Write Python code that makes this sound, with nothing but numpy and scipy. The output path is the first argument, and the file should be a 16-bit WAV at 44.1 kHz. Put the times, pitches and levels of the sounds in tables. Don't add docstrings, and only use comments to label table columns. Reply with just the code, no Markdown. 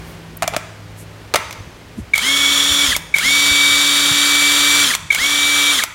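import sys
import numpy as np
from scipy import signal
from scipy.fft import rfft, irfft
from scipy.io import wavfile
from scipy.ndimage import uniform_filter1d, minimum_filter1d

SR = 44100
rng = np.random.default_rng(int(sys.argv[2]) if len(sys.argv) > 2 else 0)


def wav_record(signal):
    frames = np.transpose(np.atleast_2d(signal))
    bounded = np.clip(frames, -1, 1)
    quanta = np.round(bounded * 32767).astype(np.int16)
    wavfile.write(sys.argv[1], SR, quanta)


N = 262218
TIME = np.arange(N) / SR

# start_s, low_hum_db, high_hum_db, hiss_and_rumble_db
BACKGROUND = [(0, -46, -41, -35.5), (.5, -41.5, -42.5, -41), (1.2, -41.5, -50.5, -39), (1.9, -49, -54, -40),
              (3.2, -54.5, -44.5, -41), (5.9, -52, -54, -48)]
HUM_HZ = (104.8, 164)
# frequency_hz, density_db (per Hz)
FLOOR_SPECTRUM = [(20, -30), (35, -25), (55, -2.5), (100, -10), (220, -13), (400, -14), (900, -20.5),
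                  (2200, -22.5), (5000, -31), (10000, -39), (16000, -45)]
# frequency_hz, t60_s
ROOM_T60 = [(100, 0.12), (600, 0.93), (2200, 0.68), (6000, 1), (15000, 0.34)]
# frequency_hz, level_db
ROOM_COLOUR = [(200, -0.5), (600, -7), (870, -1.5), (1300, -2.5), (2100, 1), (4500, -8), (7000, -8.5),
               (15000, -8)]
# frequency_hz, density_db (per Hz)
GRIP_SPECTRUM = [(15, -22), (35, -2), (55, 2.5), (120, -9.5), (200, -5), (400, -16), (1500, -62)]
# start_s, level_db, centre_hz, length_s
BUMPS = [(.56, -17.5, 230, 0.017), (1.565, -22, 77.4, 0.066), (1.665, -23.5, 150, 0.022),
         (1.968, -15, 221, 0.041), (1.975, -19.5, 75.5, 0.088), (2.68, -22, 84, 0.074),
         (2.86, -21.5, 64.3, 0.081), (3.505, -19, 69, 0.034), (4.095, -18, 130, 0.043), (5, -29, 102, 0.1)]
# start_s, level_db, centre_hz, length_s
BRUSHES = [(0, -53, 12000, .19), (.367, -32, 13500, .011), (.527, -28, 670, .03), (.527, -34, 3000, .035),
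           (.95, -45.5, 9300, .11), (1.95, -52, 8300, .085)]
# start_s, level_db, shell_ring_db, tilt_db_per_octave, shell_pitch_ratio
SNAPS = [(0.423, -5.5, 11, -1, 1.07), (.4305, -9, 10, -0.5, 1.23), (.441, -12.5, 8, -7.5, 1.07),
         (.4775, -6, 11, 2, 1.03), (.525, -18, 5, -11, 1.2), (.537, -16.5, 15, -3.5, 1.05),
         (.546, -13, -5, -5.5, 0.83), (.5645, -5, 9.5, 0, 1), (.613, -31, -7, -7, 1),
         (1.3393, 0, 4.5, -1.5, .94), (1.3438, -0.5, 9.5, -4, 1), (1.3573, 1.5, 1, -0.5, 0.966),
         (1.3608, -4, 4, -0.5, 1.04), (1.509, -18, -12, -0.5, 0.83), (1.527, -17, -15, -0.5, 0.38),
         (5.941, -17.5, -15, 1, 0.79)]
# frequency_hz, density_db (per Hz)
CRACK_SPECTRUM = [(120, -40), (200, -11), (380, -16.5), (620, -10), (900, -6), (1250, -2.5), (1600, -6.5),
                  (2200, -5), (3000, -6.5), (4500, -10), (6800, -10), (16000, -22)]
# frequency_hz, relative_level_db, t60_s
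SHELL_MODES = [(615, -4.5, 0.032), (701, -9, 0.028), (1330, -14, 0.022), (1920, -18, 0.012),
               (2300, -18, 0.024)]
# after_start_s, level_db
CATCH_CLACKS = [(0.0232, -11), (0.0447, -4.5)]
# after_start_s, level_db, length_s, first_hz, last_hz
START_CHIRPS = [(0, 0, .011, 2270, 2250), (.0135, -14.5, .023, 2080, 2340), (.037, -15, .012, 2030, 2330),
                (.0495, -11.5, .016, 2060, 2390)]
# before_standstill_s, level_db, length_s, first_hz, last_hz
BRAKE_CHIRPS = [(.048, -11.5, .012, 2080, 1800), (.039, -16, .014, 1800, 1550),
                (.016, -12.5, .011, 2350, 2120)]
# pitch_ratio, level_db
CHIRP_TONES = [(1, 0), (1.63, -21), (.73, -21), (3.06, -36)]
# frequency_hz, width_hz, relative_level_db
GEAR_CASE_MODES = [(3122, 99, -4), (3378, 290, 3), (3800, 100, -14), (1310, 390, -16.5)]
# frequency_hz, density_db (per Hz)
AIR_SPECTRUM = [(150, -21.5), (400, -4.5), (800, -7), (1250, 6), (1900, 3.5), (2700, 2.5), (3900, 7),
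                (5200, -1.5), (7200, 4), (8300, -3.5), (9400, 3.5), (10300, -5), (13000, -8), (16000, -11)]
# start_s, standstill_s, free_shaft_speed_hz, creep_hz_per_s
RUNS = [(2.135, 2.9645, 277.2, 9.8), (3.14, 4.9505, 284.8, 2.6), (5.103, 5.837, 288.5, 0.5)]
# air_db, rattle_db, mesh_db, stator_octave_db, blade_octave_db, overtones_db
RUN_LEVELS = [(-20.5, -18.5, -21, -39, -30.5, -17.5), (-18.5, -19.5, -25.5, -26.5, -28.5, -19),
              (-20, -18.5, -28.5, -36, -34, -21)]
# start_s, stator_whine_db, fan_blade_db
SINGING = [
    [(2.27, -21, -36), (2.284, -17, -27), (2.404, -23, -26), (2.456, -16, -28), (2.54, -25, -22.5),
     (2.738, -33, -24), (2.788, -22.5, -23), (2.84, -18.5, -28)],
    [(3.27, -14, -22), (3.316, -15, -21), (3.652, -15.5, -17.5), (3.938, -25, -18.5), (4.516, -18.5, -23),
     (4.546, -26.5, -21), (4.676, -20, -21.5), (4.83, -21.5, -31)],
    [(5.23, -15.5, -34), (5.248, -14.5, -36), (5.28, -24, -32), (5.45, -21.5, -20), (5.498, -18, -28),
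     (5.628, -22.5, -23), (5.682, -19.5, -20), (5.71, -19, -23)],
]
MESH_ORDERS = (12, 12.15)
OVERTONES = (1, 2, 4, 6.26, 18.42, 20, 24, 28, 34.3, 46.35)
OVERTONES_DB = (-12.5, -27.5, -20.5, -20, -19, -8.5, -17, -31, -36, -38)

STATOR_ORDER, BLADE_ORDER = 8, 13
STATOR_GROWTH = 3.5
RAMP_S, RAMP_SHARE, SETTLE_S = .099, .85, .031
COAST_S, COAST_HZ_PER_S, BRAKE_S, BRAKE_HZ_PER_S = .114, 600, .042, 3600
AIR_AT_REST_DB, AIR_SWELL_DB = -7.5, 3
RATTLE_AT_REST_DB, RATTLE_SWELL_DB = -7, 1.5
COAST_RATTLE_DB = 3
STOP_CLACK_DB = -1
CLACK_RING_DB, CLACK_TILT_DB, CLACK_ROOM_DB = -12.5, 2.5, -12.5
SNAP_ROOM_DB, WRENCH_ROOM_DB = -12.5, -21.5
GRIP_FROM_S = 1.55
CEILING_DB, EDGE_HZ = -1.0, 16050


def amp(db):
    return 10 ** (np.asarray(db) / 20)


def unit(x):
    return x / np.sqrt(np.mean(x ** 2) + 1e-20)


def read(points, hz):
    f, value = np.transpose(points)
    return np.interp(np.log(hz + 1), np.log(f + 1), value)


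def add(mix, s, sound):
    part = mix[max(round(s * SR), 0):][:len(sound)]
    part += sound[:len(part)]


def colour(x, points, tilt_db=0):
    hz = np.fft.rfftfreq(len(x), 1 / SR)
    tilt = tilt_db * np.log2((hz + 200) / 4000)
    return irfft(rfft(x) * amp(read(points, hz) + tilt), len(x))


def drift(hz):
    coarse = TIME[::32]
    f = np.fft.rfftfreq(len(coarse), coarse[1])
    slow = irfft(rfft(rng.standard_normal(len(coarse))) / (1 + (f / hz) ** 4), len(coarse))
    return np.interp(TIME, coarse, unit(slow))


def workshop(hum_waver_db=2):
    s, *hum_db, floor_db = np.transpose(BACKGROUND)
    hum = np.zeros(N)
    for hz, db in zip(HUM_HZ, hum_db):
        level = amp(np.interp(TIME, s, db) + hum_waver_db * drift(2.0))
        hum += level * np.sqrt(2) * np.sin(2 * np.pi * hz * TIME + 0.11 * drift(5.7))
    floor = unit(colour(rng.standard_normal(N), FLOOR_SPECTRUM))
    return hum + amp(np.interp(TIME, s, floor_db)) * floor


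def room(x):
    hz, t, z = signal.stft(rng.standard_normal(SR), SR, nperseg=256)
    decay_db = read(ROOM_COLOUR, hz)[:, None] - 60 * t / read(ROOM_T60, hz)[:, None]
    tail = signal.istft(z * amp(decay_db), SR, nperseg=256)[1]
    tail *= np.minimum(np.arange(len(tail)) / SR / 0.00067, 1)
    return signal.fftconvolve(x, tail / np.linalg.norm(tail))[:N]


def grip(rumble_db=-46, lumpy_db=6, shifts_hz=9):
    lumps = colour(rng.standard_normal(N), GRIP_SPECTRUM) * amp(lumpy_db * np.minimum(drift(shifts_hz), 2))
    held = uniform_filter1d(1. * (TIME > GRIP_FROM_S), size=2000)
    return amp(rumble_db) * unit(lumps) * held


def handling(rows, gain_db):
    out = np.zeros(N)
    for s, db, hz, length in rows:
        band = [(hz / 4, -40), (hz * .75, 0), (hz * 1.25, 0), (hz * 8, -90)]
        noise = colour(rng.standard_normal(SR), band)
        swell = np.hanning(int(length * SR))
        add(out, s, amp(db + gain_db) * unit(noise[:len(swell)] * swell))
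    return out


def blows():
    clacks = [(start + after, db) for start, *_ in RUNS for after, db in CATCH_CLACKS]
    clacks += [(stop, STOP_CLACK_DB) for _, stop, *_ in RUNS]
    rows = [(*row, SNAP_ROOM_DB) for row in SNAPS]
    return rows + [(*row, CLACK_RING_DB, CLACK_TILT_DB, 1, CLACK_ROOM_DB) for row in clacks]


def shell_ring(t, pitch, rise_s=0.0017):
    ring = np.zeros(len(t))
    for hz, mode_db, t60 in SHELL_MODES:
        mode_hz = hz * pitch * (1 + 0.0079 * rng.standard_normal())
        ring += amp(mode_db - 60 * t / t60) * np.sin(2 * np.pi * mode_hz * t) * rng.choice([-1, 1])
    return .5 * ring * (1 - np.exp(-t / rise_s))


def clicks(crack_s=0.0019, buzz_s=0.01, buzz_db=-12, crack_db=-6, ring_feed=0.61):
    direct, feed, t = np.zeros(N), np.zeros(N), np.arange(4096) / SR
    for s, db, ring_db, tilt_db, pitch, room_db in blows():
        noise = unit(colour(rng.standard_normal(len(t)), CRACK_SPECTRUM, tilt_db))
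        crack = amp(crack_db) * noise * (np.exp(-t / crack_s) + amp(buzz_db) * np.exp(-t / buzz_s))
        ring = amp(ring_db) * shell_ring(t, pitch)
        add(direct, s, amp(db) * (crack + ring))
        add(feed, s, amp(db + room_db) * (crack + ring_feed * ring))
    return direct, feed


def chirp(db, length, first_hz, last_hz, grit_db=-25):
    hz = np.linspace(first_hz, last_hz, int(length * SR))
    phase = 2 * np.pi * np.cumsum(hz) / SR
    ring = sum(amp(side_db) * np.sin(ratio * phase) for ratio, side_db in CHIRP_TONES)
    grit = amp(grit_db) * unit(colour(rng.standard_normal(4096), AIR_SPECTRUM))[:len(hz)]
    swell = np.sin(np.linspace(0, np.pi, len(hz)))
    return amp(db) * swell * (ring + grit)


def chirps():
    out = np.zeros(N)
    for start, stop, _, _ in RUNS:
        for after, *shape in START_CHIRPS:
            add(out, start + after, chirp(*shape))
        for before, *shape in BRAKE_CHIRPS:
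            add(out, stop - before, chirp(*shape))
    return out


def shaft_speed(start, stop, free_hz, creep):
    t, left = np.maximum(TIME - start, 0), stop - TIME
    settled = 1 - np.exp(-np.maximum(t - RAMP_S, 0) / SETTLE_S)
    share = RAMP_SHARE * np.minimum(t / RAMP_S, 1) + (1 - RAMP_SHARE) * settled
    lost = COAST_HZ_PER_S * np.maximum(COAST_S - left, 0) + BRAKE_HZ_PER_S * np.maximum(BRAKE_S - left, 0)
    return np.maximum((free_hz + creep * t) * share - lost, 0)


def controls(lag_s=0.012, blade_growth=4.5, mesh_growth=4.9, octave_growth=3.4, octave_swell_db=3,
             unpowered_db=-13):
    total = np.zeros((9, N))
    for run, levels, singing in zip(RUNS, RUN_LEVELS, SINGING):
        start, stop = run[:2]
        air_db, rattle_db, mesh_db, stator_octave_db, blade_octave_db, overtones_db = levels
        speed = shaft_speed(*run)
        turning = (TIME > start + lag_s) & (TIME < stop)
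        t, pace = TIME[turning], speed[turning] / speed.max()
        progress = (t - start) / (stop - start) - .5
        slowness = 1 - pace ** 2
        coasting = t > stop - COAST_S
        unbraked = coasting & (t < stop - BRAKE_S)
        power_db = unpowered_db * coasting
        s, stator_db, blade_db = np.transpose(singing)
        rattle_db = rattle_db + RATTLE_AT_REST_DB * slowness + RATTLE_SWELL_DB * progress
        total[0] += speed
        total[1:, turning] += [
            amp(air_db + AIR_AT_REST_DB * slowness + AIR_SWELL_DB * progress),
            amp(rattle_db + COAST_RATTLE_DB * unbraked),
            amp(mesh_db + power_db) * pace ** mesh_growth,
            amp(np.interp(t, s, stator_db) + power_db) * pace ** STATOR_GROWTH,
            amp(np.interp(t, s, blade_db)) * pace ** blade_growth,
            amp(stator_octave_db + power_db) * pace ** (2 * STATOR_GROWTH),
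            amp(blade_octave_db + octave_swell_db * progress) * pace ** octave_growth,
            amp(overtones_db) * pace]
    return uniform_filter1d(total, size=300, axis=1)


def gears(turns, rattle_db=-4, knocks_per_s=1800):
    hammer = 2 * np.pi * turns / 8.1
    size = amp(4 * rng.uniform(-1, 1, N) + 3 * np.sin(2 * hammer) + 1.5 * np.sin(hammer))
    knocks = size * rng.choice([-1, 1], N) * (rng.random(N) < knocks_per_s / SR)
    t = np.arange(2048) / SR
    ring = np.zeros(len(t))
    for k, (hz, width, db) in enumerate(GEAR_CASE_MODES):
        ring += amp(db) * np.exp(-np.pi * width * t) * np.sin(2 * np.pi * hz * t) * (-1) ** k
    return amp(rattle_db) * unit(signal.oaconvolve(knocks, ring)[:N])


def fan(turns, air_db=1.5, throb=0.077, flutter_db=0.7):
    air = unit(colour(rng.standard_normal(N), AIR_SPECTRUM))
    pulse = 1 + throb * np.sin(2 * np.pi * turns)
    return amp(air_db) * air * pulse * amp(flutter_db * drift(82))


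def motor(waver_db=0.5, turning_db=4.0, jitter=0.00031, blade_db=-1, twin_db=-2, overtone_growth=0.49):
    speed, rush, rattle, mesh, stator, blades, stator_octave, blade_octave, overtones = controls()
    turns = np.cumsum(speed * (1 + jitter * drift(31))) / SR

    def tone(order, depth_db):
        return np.sqrt(2) * np.sin(2 * np.pi * (order * turns + rng.random())) * amp(depth_db * drift(33))

    whine, pace = np.zeros(N), np.abs(speed) / speed.max()
    for k, db in zip(OVERTONES, OVERTONES_DB):
        growth = pace ** (overtone_growth + 3 / k)
        beamed = min(k / STATOR_ORDER, 1)
        level = overtones * growth * amp(db + turning_db * beamed * drift(0.5))
        whine += level * tone(k, waver_db * beamed)
    whine += stator * tone(STATOR_ORDER, 1.0) + stator_octave * tone(2 * STATOR_ORDER, waver_db)
    whine += amp(blade_db) * blades * tone(BLADE_ORDER, 0.98)
    whine += blade_octave * tone(2 * BLADE_ORDER, waver_db)
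    twin, main = MESH_ORDERS
    whine += mesh * (tone(main, waver_db) + amp(twin_db) * tone(twin, waver_db))
    return whine + rush * fan(turns) + rattle * gears(turns)


def scene():
    wrench = motor() + chirps()
    snaps, feed = clicks()
    reverb = room(feed + amp(WRENCH_ROOM_DB) * wrench)
    hand = handling(BUMPS, gain_db=-12.0) + handling(BRUSHES, gain_db=-1.5) + grip()
    mix = workshop() + hand + reverb + snaps + wrench
    return np.array([mix, mix])


def record(dry):
    gain = np.minimum(1, amp(CEILING_DB) / (np.abs(dry).max(axis=0) + 1e-9))
    gain = uniform_filter1d(minimum_filter1d(gain, size=45), size=45)
    low_pass = signal.firwin(401, EDGE_HZ, window=("kaiser", 9), fs=SR)
    return signal.oaconvolve(dry * gain, low_pass[None], "same", axes=1)


dry = scene()
out = record(dry)
wav_record(out)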